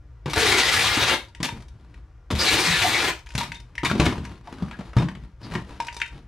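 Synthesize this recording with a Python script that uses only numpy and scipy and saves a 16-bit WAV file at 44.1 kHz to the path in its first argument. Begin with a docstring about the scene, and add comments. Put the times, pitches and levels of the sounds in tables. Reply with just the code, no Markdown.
"""Tape screeches off the roll of a hand tape gun: glue lets go in a dense run of stick-slip snaps.
Twice the gun lands on the lid of a cardboard box, draws the tape along it, and the blade tears it off.
The gun is put down, the box is turned over and dropped on the table, and the gun rattles as it is picked up.
Blows excite damped modes and bursts of noise; hands rub, flex and crinkle the card with shaped noise.
Random reflections of a small furnished room surround it all, over a low rumble and a faint hiss."""
import sys
import numpy as np
from scipy import signal
from scipy.fft import rfft, irfft, next_fast_len
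from scipy.io import wavfile
from scipy.ndimage import uniform_filter1d, map_coordinates

SR = 44100
rng = np.random.default_rng(int(sys.argv[2]) if len(sys.argv) > 2 else 0)


def master_out(mix):
    """Clip the mix to full scale and print it as 16-bit PCM to the path in sys.argv[1]."""
    frames = np.transpose(np.atleast_2d(mix))
    ceiling = np.clip(frames, -1, 1)
    pcm = np.round(ceiling * 32767).astype(np.int16)
    wavfile.write(sys.argv[1], SR, pcm)


N = 276507
TIME = np.arange(N) / SR

# All levels in the tables are relative: the sources and the room scale them further.

# Room tone, a low rumble. Each row: frequency in Hz, spectral density in dB per Hz.
RUMBLE_SPECTRUM = [(12, -19.5), (20, -29.5), (43, -0.5), (64, 8), (78, -6), (89, -11.5), (124, -6),
                   (178, -24.5), (674, -64.5), (1350, -57.5), (3270, -67), (5380, -51), (10500, -69.5),
                   (13100, -81.5), (15000, -76)]
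# Faint ventilation. Each row: frequency in Hz, spectral density in dB per Hz.
HISS_SPECTRUM = [(180, -39.5), (300, -7), (341, -8), (427, -10), (726, -16.5), (1430, -14.5), (1680, -19.5),
                 (14000, -51.5)]
RUMBLE_DB, HISS_DB = -42.5, -65   # rms ahead of the room

# Likeness of the reflections at the two sides. Each row: frequency in Hz, correlation from -1 to 1.
SIDE_CORRELATION = [(100, .99), (350, .92), (1000, .76), (2000, .62), (4000, .45), (8000, .15),
                    (14000, -.1)]
# Balance of the two sides. Each row: frequency in Hz, left minus right in dB.
SIDE_BALANCE = [(100, 1.56), (600, 1.7), (1300, 2.1), (2500, 4), (4000, 4), (5500, 2), (7500, 3),
                (9000, -5.5), (11000, -0.5), (14500, -5.5)]
ROOM_T60_S, ROOM_DB = 0.24, -2.5   # decay; reflections re direct sound for hands, slaps and clacks
CUTOFF_HZ = 15500

# Hands and sleeves sliding over the card. 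Each row: start in seconds, length in seconds,
# rub level in dB, level of the flexing panels in dB.
STROKES = [(1.524, 0.041, -45.5, -39.5), (1.688, 0.29, -61, -53.5), (3.438, 0.062, -55, -41.5),
           (3.6, 0.18, -62, -55), (3.85, 0.1, -51, -31.5), (3.965, 0.089, -25, -22.5),
           (4.064, 0.25, -45, -43), (4.421, 0.46, -47.5, -50.5), (4.941, .07, -38, -36),
           (5.088, .15, -55, -43.5), (5.393, 0.19, -42, -40), (5.644, 0.12, -44, -51.5),
           (6.1, 0.058, -47, -42.5)]
STROKE_ATTACK_S, STROKE_RELEASE_DB_PER_S = .04, 161
# Rubbed card. Each row: frequency in Hz, spectral density in dB per Hz.
RUB_SPECTRUM = [(150, -3), (250, 3), (620, -9.5), (904, -6.5), (1230, -10), (3560, -18.5), (4370, -20),
                (7960, -32), (9280, -30), (15000, -50)]
# Flexing panels. Each row: frequency in Hz, spectral density in dB per Hz.
FLEX_SPECTRUM = [(50, -50), (90, 8), (150, 6), (220, -0.5), (320, -9.5), (600, -63)]
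# Hands catching the box, flaps flicking. Each row: start in seconds, level in dB, resonance in Hz.
PATS = [(3.913, -23.5, 895), (4.052, -41, 1800), (4.064, -22, 970), (4.473, -45.5, 891), (4.711, -36, 1020),
        (4.808, -38.5, 596), (4.932, -41, 676), (5.085, -33.5, 863), (5.151, -43, 980)]
# The box or a hand skidding. Each row: start in seconds, length in seconds, frequency in Hz, level in dB.
SKIDS = [(3.835, 0.045, 1056, -21.5), (3.895, 0.026, 1404, -20), (3.955, 0.0215, 356, -19.5),
         (4.47, 0.025, 870, -31), (4.56, 0.12, 1292, -43), (4.72, 0.046, 1590, -39.5),
         (5.422, 0.046, 4500, -40.5), (5.534, 0.03, 994, -26.5)]

# Blows on the box. Each row: start in seconds, thump level in dB, thump frequency in Hz, slap level in dB.
KNOCKS = [(0.258, -19, 134, -23.5), (0.279, -27.5, 148.3, -26), (0.368, -19, 78, -34),
          (0.969, -22.5, 102, -22.5), (1.402, -19, 146, -30), (1.523, -26, 138, -41),
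          (2.303, -25.5, 169, -21.5), (2.322, -11.5, 82, -24.5), (3.351, -18.5, 129, -31.5),
          (3.832, -19, 134, -20.5), (3.912, -18, 207, -24.5), (3.951, -19, 217, -26),
          (3.997, -8.5, 149, -12.5), (4.06, -14, 76, -16), (4.124, -25, 149, -25.5),
          (4.178, -18, 77, -30.5), (4.604, -33, 173, -45), (4.622, -16, 184, -34), (4.791, -26, 191, -36),
          (4.966, -6.5, 123, -21), (4.997, -20, 318, -25), (5.021, -14, 161, -26), (5.519, -25, 159, -32.5),
          (5.551, -19.5, 190, -26)]
# Modes of the box. Each row: frequency in Hz, level in dB, 60 dB decay time in seconds.
BOX_MODES = [(67.6, 1.5, 0.23), (120.4, 3, 0.1), (145.4, -0.5, 0.21), (189, -9, 0.54), (223.9, -8.5, 0.27),
             (270, -34.5, 0.11), (330, -12.5, 0.064), (444, -12.5, 0.087)]
# Slapped cardboard. Each row: frequency in Hz, spectral density in dB per Hz.
SLAP_SPECTRUM = [(150, -26.5), (250, 6), (736, -8.5), (1020, -3.5), (1320, -10.5), (1890, -14), (3680, -19),
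                 (4010, -21), (8970, -34), (15000, -52.5)]
REBOUND_S, REBOUND_LOSS_DB = 0.025, 12   # nominal delay and loss of the panel's second touch

# Loose parts of the gun. Each row: start in seconds, clack level in dB, level of the steel frame's ring
# in dB, tick level in dB.
CLACKS = [(1.3484, -38, -51.5, -49.5), (1.4291, -36, -44, -24), (1.4878, -26, -34, -44),
          (1.941, -44.5, -70, -62), (3.2675, -35.5, -69, -53), (3.3037, -37.5, -62, -51),
          (3.351, -23.5, -43, -31), (3.4094, -27, -33, -37), (3.518, -24, -42, -42),
          (3.5544, -46, -46, -52), (3.7527, -37, -58, -50.5), (3.7791, -21, -37.5, -43),
          (3.8545, -14, -42, -36), (3.999, -14, -34, -28), (4.2502, -30.5, -39, -44.5),
          (4.9846, -28.5, -33, -44), (5.5518, -20, -37, -46), (5.8016, -26, -24, -38),
          (5.8679, -43, -44, -40), (5.8828, -22.5, -41.5, -56), (5.9656, -37, -44, -38.5),
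          (6, -26, -39, -42), (6.0153, -13.5, -35.5, -39)]
# Faint chatter as the gun is swung. Each row: start in seconds, end in seconds, mean level of a touch in dB.
SWINGS = [(1.197, 1.7, -57.5), (3.173, 3.64, -51.5), (5.794, 6.11, -47.5)]
# The blade set ringing. Each row: start in seconds, level in dB.
TINGS = [(1.4291, -30), (1.4878, -38), (3.4094, -35), (3.5544, -34.5), (3.8545, -25), (4.9846, -32),
         (5.8016, -47), (5.9656, -39), (6.0153, -36)]
# Modes of the steel frame. Each row: frequency in Hz, level in dB, 60 dB decay time in seconds.
FRAME_MODES = [(934, 7.5, 0.11), (949.6, 6, 0.082), (1700, -31, 0.066), (1780, -35, 0.05), (1740, -24, .12),
               (2260, -34, 0.19), (2660, -37, .12), (2912, -37, .1), (5330, -5, 0.027), (5920, -20, 0.053),
               (7350, -20, 0.085)]
# Modes of the blade. Each row: frequency in Hz, level in dB, 60 dB decay time in seconds.
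BLADE_MODES = [(3650, -1.5, 0.042), (3663, 8, 0.095)]
# Clack of plastic. Each row: frequency in Hz, spectral density in dB per Hz.
CLACK_SPECTRUM = [(500, -52), (1100, -13.5), (1600, 9), (2200, 11), (2900, 5.5), (4000, -11), (6000, -23),
                  (12000, -65.5)]
# Bright tick. Each row: frequency in Hz, spectral density in dB per Hz.
TICK_SPECTRUM = [(2000, 7.5), (4000, 9), (5800, 8), (7500, 1.5), (9500, -0.5), (12500, -14.5), (15500, -28)]

# The lid rumbling under the roller. Each row: frequency in Hz, spectral density in dB per Hz.
ROLLER_SPECTRUM = [(35, -28), (65, -1), (105, 5), (160, -4), (260, -24.5)]
# Tape ripping and crackling. Each row: start in seconds, level in dB, length in seconds.
RIPS = [(0.297, -24, 0.028), (0.333, -11, 0.0096), (1.431, -18, 0.008), (1.442, -15.5, .02),
        (2.31, -18.5, 0.0098), (2.352, -22, 0.038), (3.379, -14.5, 0.014), (3.401, -21, .016),
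        (3.432, -20, .012), (3.847, -14, 0.021), (3.899, -22.5, 0.016), (4.055, -16, 0.009),
        (5.536, -29, 0.015)]
# Ripped tape. Each row: frequency in Hz, spectral density in dB per Hz.
RIP_SPECTRUM = [(240, -5), (400, -5.5), (561, -7.5), (976, -2.5), (1670, -8.5), (2310, -4), (3240, -8.5),
                (3610, -5.5), (3960, -8), (12400, -24.5), (15800, -56.5)]
# The taut tape catching a resonance. Each row: start in seconds, length in seconds, frequency in Hz, level in dB.
SQUEALS = [(0.455, 0.046, 3890, -28), (0.509, 0.057, 2180, -23), (0.615, 0.042, 1910, -24.5),
           (0.625, 0.024, 4660, -26), (0.775, 0.031, 464, -28), (2.383, 0.055, 4820, -22.5),
           (2.457, 0.052, 4100, -22.5), (2.483, 0.059, 2260, -24.5), (2.67, 0.083, 176.4, -25.5),
           (2.684, 0.097, 1818, -26), (2.835, 0.037, 778, -21.5), (2.92, 0.063, 2198, -22.5)]
GROAN_HZ, GROAN_S = 396.6, .25   # mid-glide pitch and length of the groan of the first span of tape
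GROAN_SAG = .42                  # total fall in pitch, as a share of GROAN_HZ

# The gun drawn along the seam. Each row: start in seconds, end in seconds, rasp level in dB,
# sizzle in dB re rasp, groan level in dB.
PULLS = [(0.361, 1.145, -25.5, -2, -22), (2.39, 3.103, -27.5, 0, -27)]
# Peeled tape. Each row: frequency in Hz, spectral density in dB per Hz.
PEEL_SPECTRUM = [(71, -61.5), (120, -3), (173, -3), (261, -1.5), (347, 3), (653, -6), (754, 0), (1020, -3),
                 (2220, 0), (2960, -2), (3860, 1.5), (7420, -13), (9100, -14.5), (12600, -24.5),
                 (15800, -58.5)]
# The lid's drone, one list for each pull. Each row: time in seconds, level in dB.
DRONE = [
    [(0.36, -25), (0.37, -19), (0.408, -35.5), (0.506, -27.5), (0.706, -34.5), (0.802, -33.5), (0.86, -38),
     (1.046, -29), (1.15, -25.5)],
    [(2.39, -33.5), (2.434, -26.5), (2.504, -40), (2.518, -27), (2.838, -37), (2.852, -28), (2.912, -33),
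     (3.014, -29), (3.11, -29)],
]
PULL_ATTACK_S, PULL_RELEASE_S = .008, .008
SIZZLE_FADE_DB = 5   # fall of the treble by the end of each pull


def from_db(db):
    """Level and amplitude: 20 dB is a tenfold gain."""
    return 10 ** (np.asarray(db) / 20)


def rms_one(x):
    """Effective value: scale to rms 1."""
    return x / np.sqrt(np.mean(x ** 2) + 1e-20)


def at_bins(points, size):
    """Logarithmic frequency scale: a table interpolated along it at the bins of an FFT."""
    hz, value = np.transpose(points)
    return np.interp(np.log(np.fft.rfftfreq(size, 1 / SR) + 1), np.log(hz), value)


def colour(x, spectrum, size=8192):
    """Minimum phase: the causal filter of a given spectrum, by its cepstrum; white noise keeps its power."""
    cepstrum = irfft(np.log(from_db(at_bins(spectrum, size))))
    causal = 2 * cepstrum[:size // 2]
    response = irfft(np.exp(rfft(causal, size)))[:size // 2]
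    return signal.oaconvolve(x, response / np.linalg.norm(response))[:len(x)]


def butter(x, hz, kind):
    """Maximally flat passband: a Butterworth filter of design order 2."""
    return signal.sosfilt(signal.butter(2, hz, kind, fs=SR, output="sos"), x + 1e-18)


def drift(per_s):
    """Slow random modulation: a smooth curve of rms 1 through chance knots."""
    knots = rng.standard_normal(8192)
    curve = map_coordinates(knots, [TIME[::20] * per_s], order=2, mode="wrap")
    return rms_one(curve).repeat(20)[:N]


def add(track, s, sound):
    """Superposition: mix a sound into a track at time s."""
    at = max(round(s * SR), 0)
    track[at:at + len(sound)] += sound[:N - at]


def ringing(modes):
    """Modal superposition: half a second of decaying sines, weighted a little differently at each blow."""
    t = TIME[:SR // 2]
    out = np.zeros(len(t))
    for hz, db, t60 in modes:
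        sign = rng.choice([-1, 1])
        gain = from_db(db + rng.normal(0, 3.24) - 60 * t / t60)
        out += sign * gain * np.sin(2 * np.pi * hz * t)
    return out


def crack(t60):
    """Rough contact: tiny impacts merge into dying noise, with the energy of 10 ms at level 1."""
    t = TIME[:SR // 4]
    onset = 1 - np.exp(-t / .0008)
    flurry = rng.standard_normal(len(t)) * from_db(-60 * t / t60) * onset
    return flurry / np.linalg.norm(flurry) * np.sqrt(SR / 100)


def slips(per_s, jitter, spread_db):
    """Stick-slip: tension builds and lets go at uneven intervals, in snaps of uneven size."""
    turns = np.cumsum(per_s * np.exp(jitter * drift(700))) / SR
    releases = np.diff(np.floor(turns), prepend=0)
    sizes = from_db(spread_db * np.clip(rng.standard_normal(N), -2, 2))
    return rms_one(butter(releases * sizes, 130, "high"))


def squeals(rows, width, sag, level_db):
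    """Friction-fed resonance: a narrow band (width re its pitch) swells, sinks in pitch and dies."""
    out = np.zeros(N)
    for s, length, hz, db in rows:
        along = np.linspace(0, 1, int(length * SR))
        wobble = butter(rng.standard_normal((2, SR // 2)), hz * width / 2, "low")[:, -len(along):]
        phase = 2 * np.pi * np.cumsum(hz * (1 + sag * (.5 - along))) / SR
        tone = rms_one(wobble[0] * np.cos(phase) + wobble[1] * np.sin(phase))
        add(out, s, from_db(db + level_db) * tone * signal.windows.tukey(len(along), .5))
    return out


def background(level_db, spectrum):
    """Stationary noise: a steady random sound with a fixed spectrum."""
    # the first second is left out, so the filter has settled
    return from_db(level_db) * colour(rng.standard_normal(N + SR), spectrum)[SR:]


def room(x, wet_db, size=32768):
    """Diffuse reverberation: direct sound, scattered treble and a tail, less alike at the sides in the treble."""
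    t = TIME[:size]
    alike = np.clip(at_bins(SIDE_CORRELATION, size), -1, 1)
    mid, side = rfft(rng.standard_normal((2, size)))
    diffuse = irfft(np.sqrt(1 + alike) * mid + np.sqrt(1 - alike) * side * [[1], [-1]])
    tail = butter(diffuse * from_db(-60 * t / ROOM_T60_S) * (t > .003), 150, "high")
    # clutter nearby scatters the treble; reversed noise serves as a second random draw
    early = butter(diffuse[:, ::-1] * from_db(-60 * t / .08), 5000, "high")
    response = from_db(wet_db) * tail / np.linalg.norm(tail[0]) + .5 * early / np.linalg.norm(early[0])
    response[:, 0] += 1   # direct sound
    # scattering spreads the sound out in time without adding to it
    power = uniform_filter1d(np.mean(abs(rfft(response)) ** 2, axis=0), size=301)
    response = irfft(rfft(response) / np.sqrt(power))[:, :size // 2]
    return signal.oaconvolve(x[None], response, axes=1)[:, :N]


def travelling(x, wet_db, places_per_s=14, count=6):
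    """Moving source: equal-power fades lead from one set of reflections to the next, in a cycle."""
    place = TIME * places_per_s
    nearness = (np.maximum(1 - abs((place - k + 1) % count - 1), 0) for k in range(count))
    return sum(room(x * np.sqrt(share), wet_db) for share in nearness)


def strokes():
    """Envelopes of sliding: rub and flex gains that swell, hold and die exponentially at each stroke."""
    rub, flex = np.zeros((2, N))
    for s, length, rub_db, flex_db in STROKES:
        attack = np.clip((TIME - s) / STROKE_ATTACK_S, 0, 1)
        release = from_db(-STROKE_RELEASE_DB_PER_S * np.maximum(TIME - s - length, 0))
        rub = np.maximum(rub, from_db(rub_db) * attack * release)
        flex = np.maximum(flex, from_db(flex_db) * attack * release)
    return rub, flex


def handling(rub_gain_db=-3, flex_gain_db=-2, grain_db=1.0, stroke_db=-1.0):
    """Sliding friction: skin and cloth drag grainily and in fits over the card while its panels flex."""
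    rubbing, flexing = strokes()
    unevenness_db = grain_db * drift(200) + stroke_db * drift(35)
    rub = rng.standard_normal(N) * rubbing * from_db(rub_gain_db + unevenness_db)
    flex = rng.standard_normal(N) * flexing * from_db(flex_gain_db)
    return colour(rub, RUB_SPECTRUM) + colour(flex, FLEX_SPECTRUM)


def crinkles(per_s=45, level_db=-5, spread_db=4, loudest_db=-38):
    """Random buckling: card gives way in small creaks, as loud as the rubbing allows up to a ceiling."""
    rubbing, _ = strokes()
    sizes = from_db(spread_db * np.clip(rng.standard_normal(N), -2, 1.5))
    starts = (rng.random(N) < per_s / SR) * sizes
    creaks = signal.lfilter([1], [1, -np.exp(-1 / (.003 * SR))], starts + 1e-18)   # 3 ms time constant
    allowed = np.minimum(rubbing, from_db(loudest_db))
    return colour(rms_one(creaks) * rng.standard_normal(N) * allowed * from_db(level_db), RUB_SPECTRUM)


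def pats(level_db=-2, t60=0.03, edge_db=-17):
    """Heavily damped resonance: a light blow on card sounds one broad band and a papery edge."""
    out = np.zeros(N)
    for s, db, hz in PATS:
        contact = crack(t60)
        hollow = np.std(contact) * rms_one(butter(contact, [hz * .6, hz * 2.6], "band"))
        edge = from_db(edge_db) * butter(contact, 4500, "low")
        add(out, s, from_db(db + level_db) * (hollow + edge))
    return out


def skids():
    """Friction-fed resonance: the box or a hand skids for a moment."""
    return squeals(SKIDS, width=0.26, sag=0.169, level_db=-9.0)


def knocks(thump_db=3.0, thump_t60=0.08, modes_db=-11, slap_db=-3.0, slap_t60=0.081):
    """Impact response: panel thump, box modes and a soft rebound make the boom; the card's slap is apart."""
    boom, slap, t = np.zeros(N), np.zeros(N), TIME[:SR // 2]
    for s, db, hz, contact_db in KNOCKS:
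        onset = 1 - np.exp(-t / 0.0015)
        panel = np.sin(2 * np.pi * hz * t) * from_db(thump_db - 60 * t / thump_t60) * onset
        add(boom, s, from_db(db) * (panel + from_db(modes_db) * ringing(BOX_MODES)))
        # the panel springs back and touches again
        add(boom, s + REBOUND_S * rng.uniform(0.872, 1.09), from_db(db - REBOUND_LOSS_DB) * panel)
        add(slap, s, from_db(contact_db + slap_db) * crack(slap_t60))
    return butter(boom, 44, "high"), colour(slap, SLAP_SPECTRUM)


def chatter(per_s=22, spread_db=3, clack_db=-2, frame_db=-5):
    """Random contacts: light touches at uneven times in each swing, as rows like those of CLACKS."""
    rows = []
    for start, end, db in SWINGS:
        gaps, sizes = rng.uniform(.3, 1.7, 40), rng.normal(db, spread_db, 40)
        times = start + np.cumsum(gaps) / per_s
        rows += [(s, size + clack_db, size + frame_db, size) for s, size in zip(times, sizes) if s < end]
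    return rows


def clacks(clack_db=-9, clack_t60=0.025, ring_db=-7, blade_db=-8, tick_db=0, tick_t60=0.037):
    """Impact excitation: roll and flap hit their stops with a plastic clack, a tick and the ring of steel."""
    plastic, steel, ticks = np.zeros((3, N))
    for s, db in TINGS:
        add(steel, s, from_db(db + blade_db) * ringing(BLADE_MODES))
    for s, db, frame_db, edge_db in CLACKS + chatter():
        add(plastic, s, from_db(db + clack_db) * crack(clack_t60))
        add(steel, s, from_db(frame_db + ring_db) * ringing(FRAME_MODES))
        add(ticks, s, from_db(edge_db + tick_db) * crack(tick_t60))
    return colour(plastic, CLACK_SPECTRUM) + steel + colour(ticks, TICK_SPECTRUM)


def pulling():
    """Kinematics of the source: the gun's gate, seconds drawn, and levels of rasp and sizzle in dB."""
    moving, drawn_s, rasp_db, sizzle_db = np.zeros((4, N))
    for start, end, db, treble_db, _ in PULLS:
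        gate = np.interp(TIME, [start - PULL_ATTACK_S, start, end, end + PULL_RELEASE_S], [0, 1, 1, 0])
        on, since = gate > 0, np.clip(TIME - start, 0, end - start)
        moving[on], drawn_s[on], rasp_db[on] = gate[on], since[on], db
        sizzle_db[on] = treble_db - SIZZLE_FADE_DB * (since[on] / (end - start)) ** 2
    return moving, drawn_s, rasp_db, sizzle_db


def roller(level_db=-37, bumps_db=3):
    """Rolling noise: the pressure roller bumps along the seam and the lid rumbles under it."""
    rolling = pulling()[0]
    bumps = from_db(level_db + bumps_db * drift(33))
    return colour(rng.standard_normal(N) * rolling * bumps, ROLLER_SPECTRUM)


def rips(level_db=-8, snaps_per_s=1100, fade_db=7):
    """Fracture noise: short fading runs of snaps as tape tears on the blade or is jerked and creased."""
    gate = np.zeros(N)
    for s, db, length in RIPS:
        add(gate, s, from_db(db + level_db - fade_db * np.linspace(0, 1, int(length * SR))))
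    snaps = slips(snaps_per_s, jitter=0.65, spread_db=1)
    return colour(gate * (snaps + .5 * rng.standard_normal(N)), RIP_SPECTRUM)


def tape_squeals():
    """Friction-fed resonance: the taut tape catches a pitch for a moment."""
    return squeals(SQUEALS, width=0.12, sag=.05, level_db=-2)


def groans():
    """Pitch falls with length: the growing span of tape sings low at the start of each pull."""
    rows = [(start, GROAN_S, GROAN_HZ, db) for start, *_, db in PULLS]
    return squeals(rows, width=0.16, sag=GROAN_SAG, level_db=-6)


def patchy(x, patch_db, per_s, count=14):
    """Varying radiation: the span of tape keeps changing shape, so each narrow band swells on its own."""
    size = 2 * next_fast_len(N // 2 + 1, True)
    spectrum, place = rfft(x, size), at_bins([(200, 0), (14000, count - 1)], size)
    bands = (irfft(spectrum * np.maximum(1 - abs(place - k), 0))[:N] for k in range(count))
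    return sum(band * from_db(patch_db * drift(per_s)) for band in bands)


def peel(snaps_per_s=560, grit_db=-3, flutter_db=1.5, patch_db=2.0,
         echo=0.089, echo_near_s=.0034, echo_growth=0.63, drone_gain_db=-3.0):
    """Stick-slip peeling: glue lets go of the roll in snaps; the stretched tape and the lid radiate them."""
    moving, drawn_s, rasp_db, sizzle_db = pulling()
    drone_s, drone_points_db = np.vstack(DRONE).T
    drone_db = np.interp(TIME, drone_s, drone_points_db)
    snaps = slips(snaps_per_s * from_db(1.0 * drift(14)), jitter=.4, spread_db=1.5)
    snaps = snaps + from_db(grit_db) * rng.standard_normal(N)
    # the echo off the wall comes later as the gun is drawn away, so its comb slides down
    delay = echo_near_s * (1 + echo_growth * drawn_s)
    echoed = snaps + echo * np.interp(TIME - delay, TIME, snaps)
    tape = colour(patchy(echoed, patch_db, per_s=40), PEEL_SPECTRUM)
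    drone = rms_one(butter(tape, 790, "low")) * from_db(drone_db + drone_gain_db)
    rasp = rms_one(butter(tape, [1000, 3200], "band"))
    sizzle = rms_one(butter(tape, 5200, "high")) * from_db(sizzle_db)
    flutter = from_db(flutter_db * drift(90))
    return ((rasp - sizzle) * from_db(rasp_db) - drone) * moving * flutter


def scene():
    """Superposition of fields: tape, box and gun in the room, over the low rumble and faint hiss."""
    rumble = background(RUMBLE_DB, RUMBLE_SPECTRUM)
    hiss = background(HISS_DB, HISS_SPECTRUM)
    hands = handling() + crinkles() + pats() + skids()
    boom, slap = knocks()
    tape = peel() + groans() + tape_squeals() + rips()
    low = room(boom + roller() + rumble, wet_db=-4.0)
    contacts = travelling(hands + slap + clacks(), wet_db=ROOM_DB)
    return low + contacts + travelling(tape + hiss, wet_db=1)   # the hiss shares the tape's reflections


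def record(dry, left_lag_s=.000015):
    """Interaural-like differences: two ports of unlike colour, the left a little later; the top is cut."""
    size = next_fast_len(N + SR, True) // 2 * 2
    ports = from_db(at_bins(SIDE_BALANCE, size) * [[.5], [-.5]]) + 0j
    ports[0] *= np.exp(-2j * np.pi * np.fft.rfftfreq(size, 1 / SR) * left_lag_s)
    heard = irfft(rfft(dry, size) * ports)[:, :N]
    return signal.sosfilt(signal.ellip(12, .1, 90, CUTOFF_HZ, fs=SR, output="sos"), heard)


dry = scene()
out = record(dry)
master_out(out)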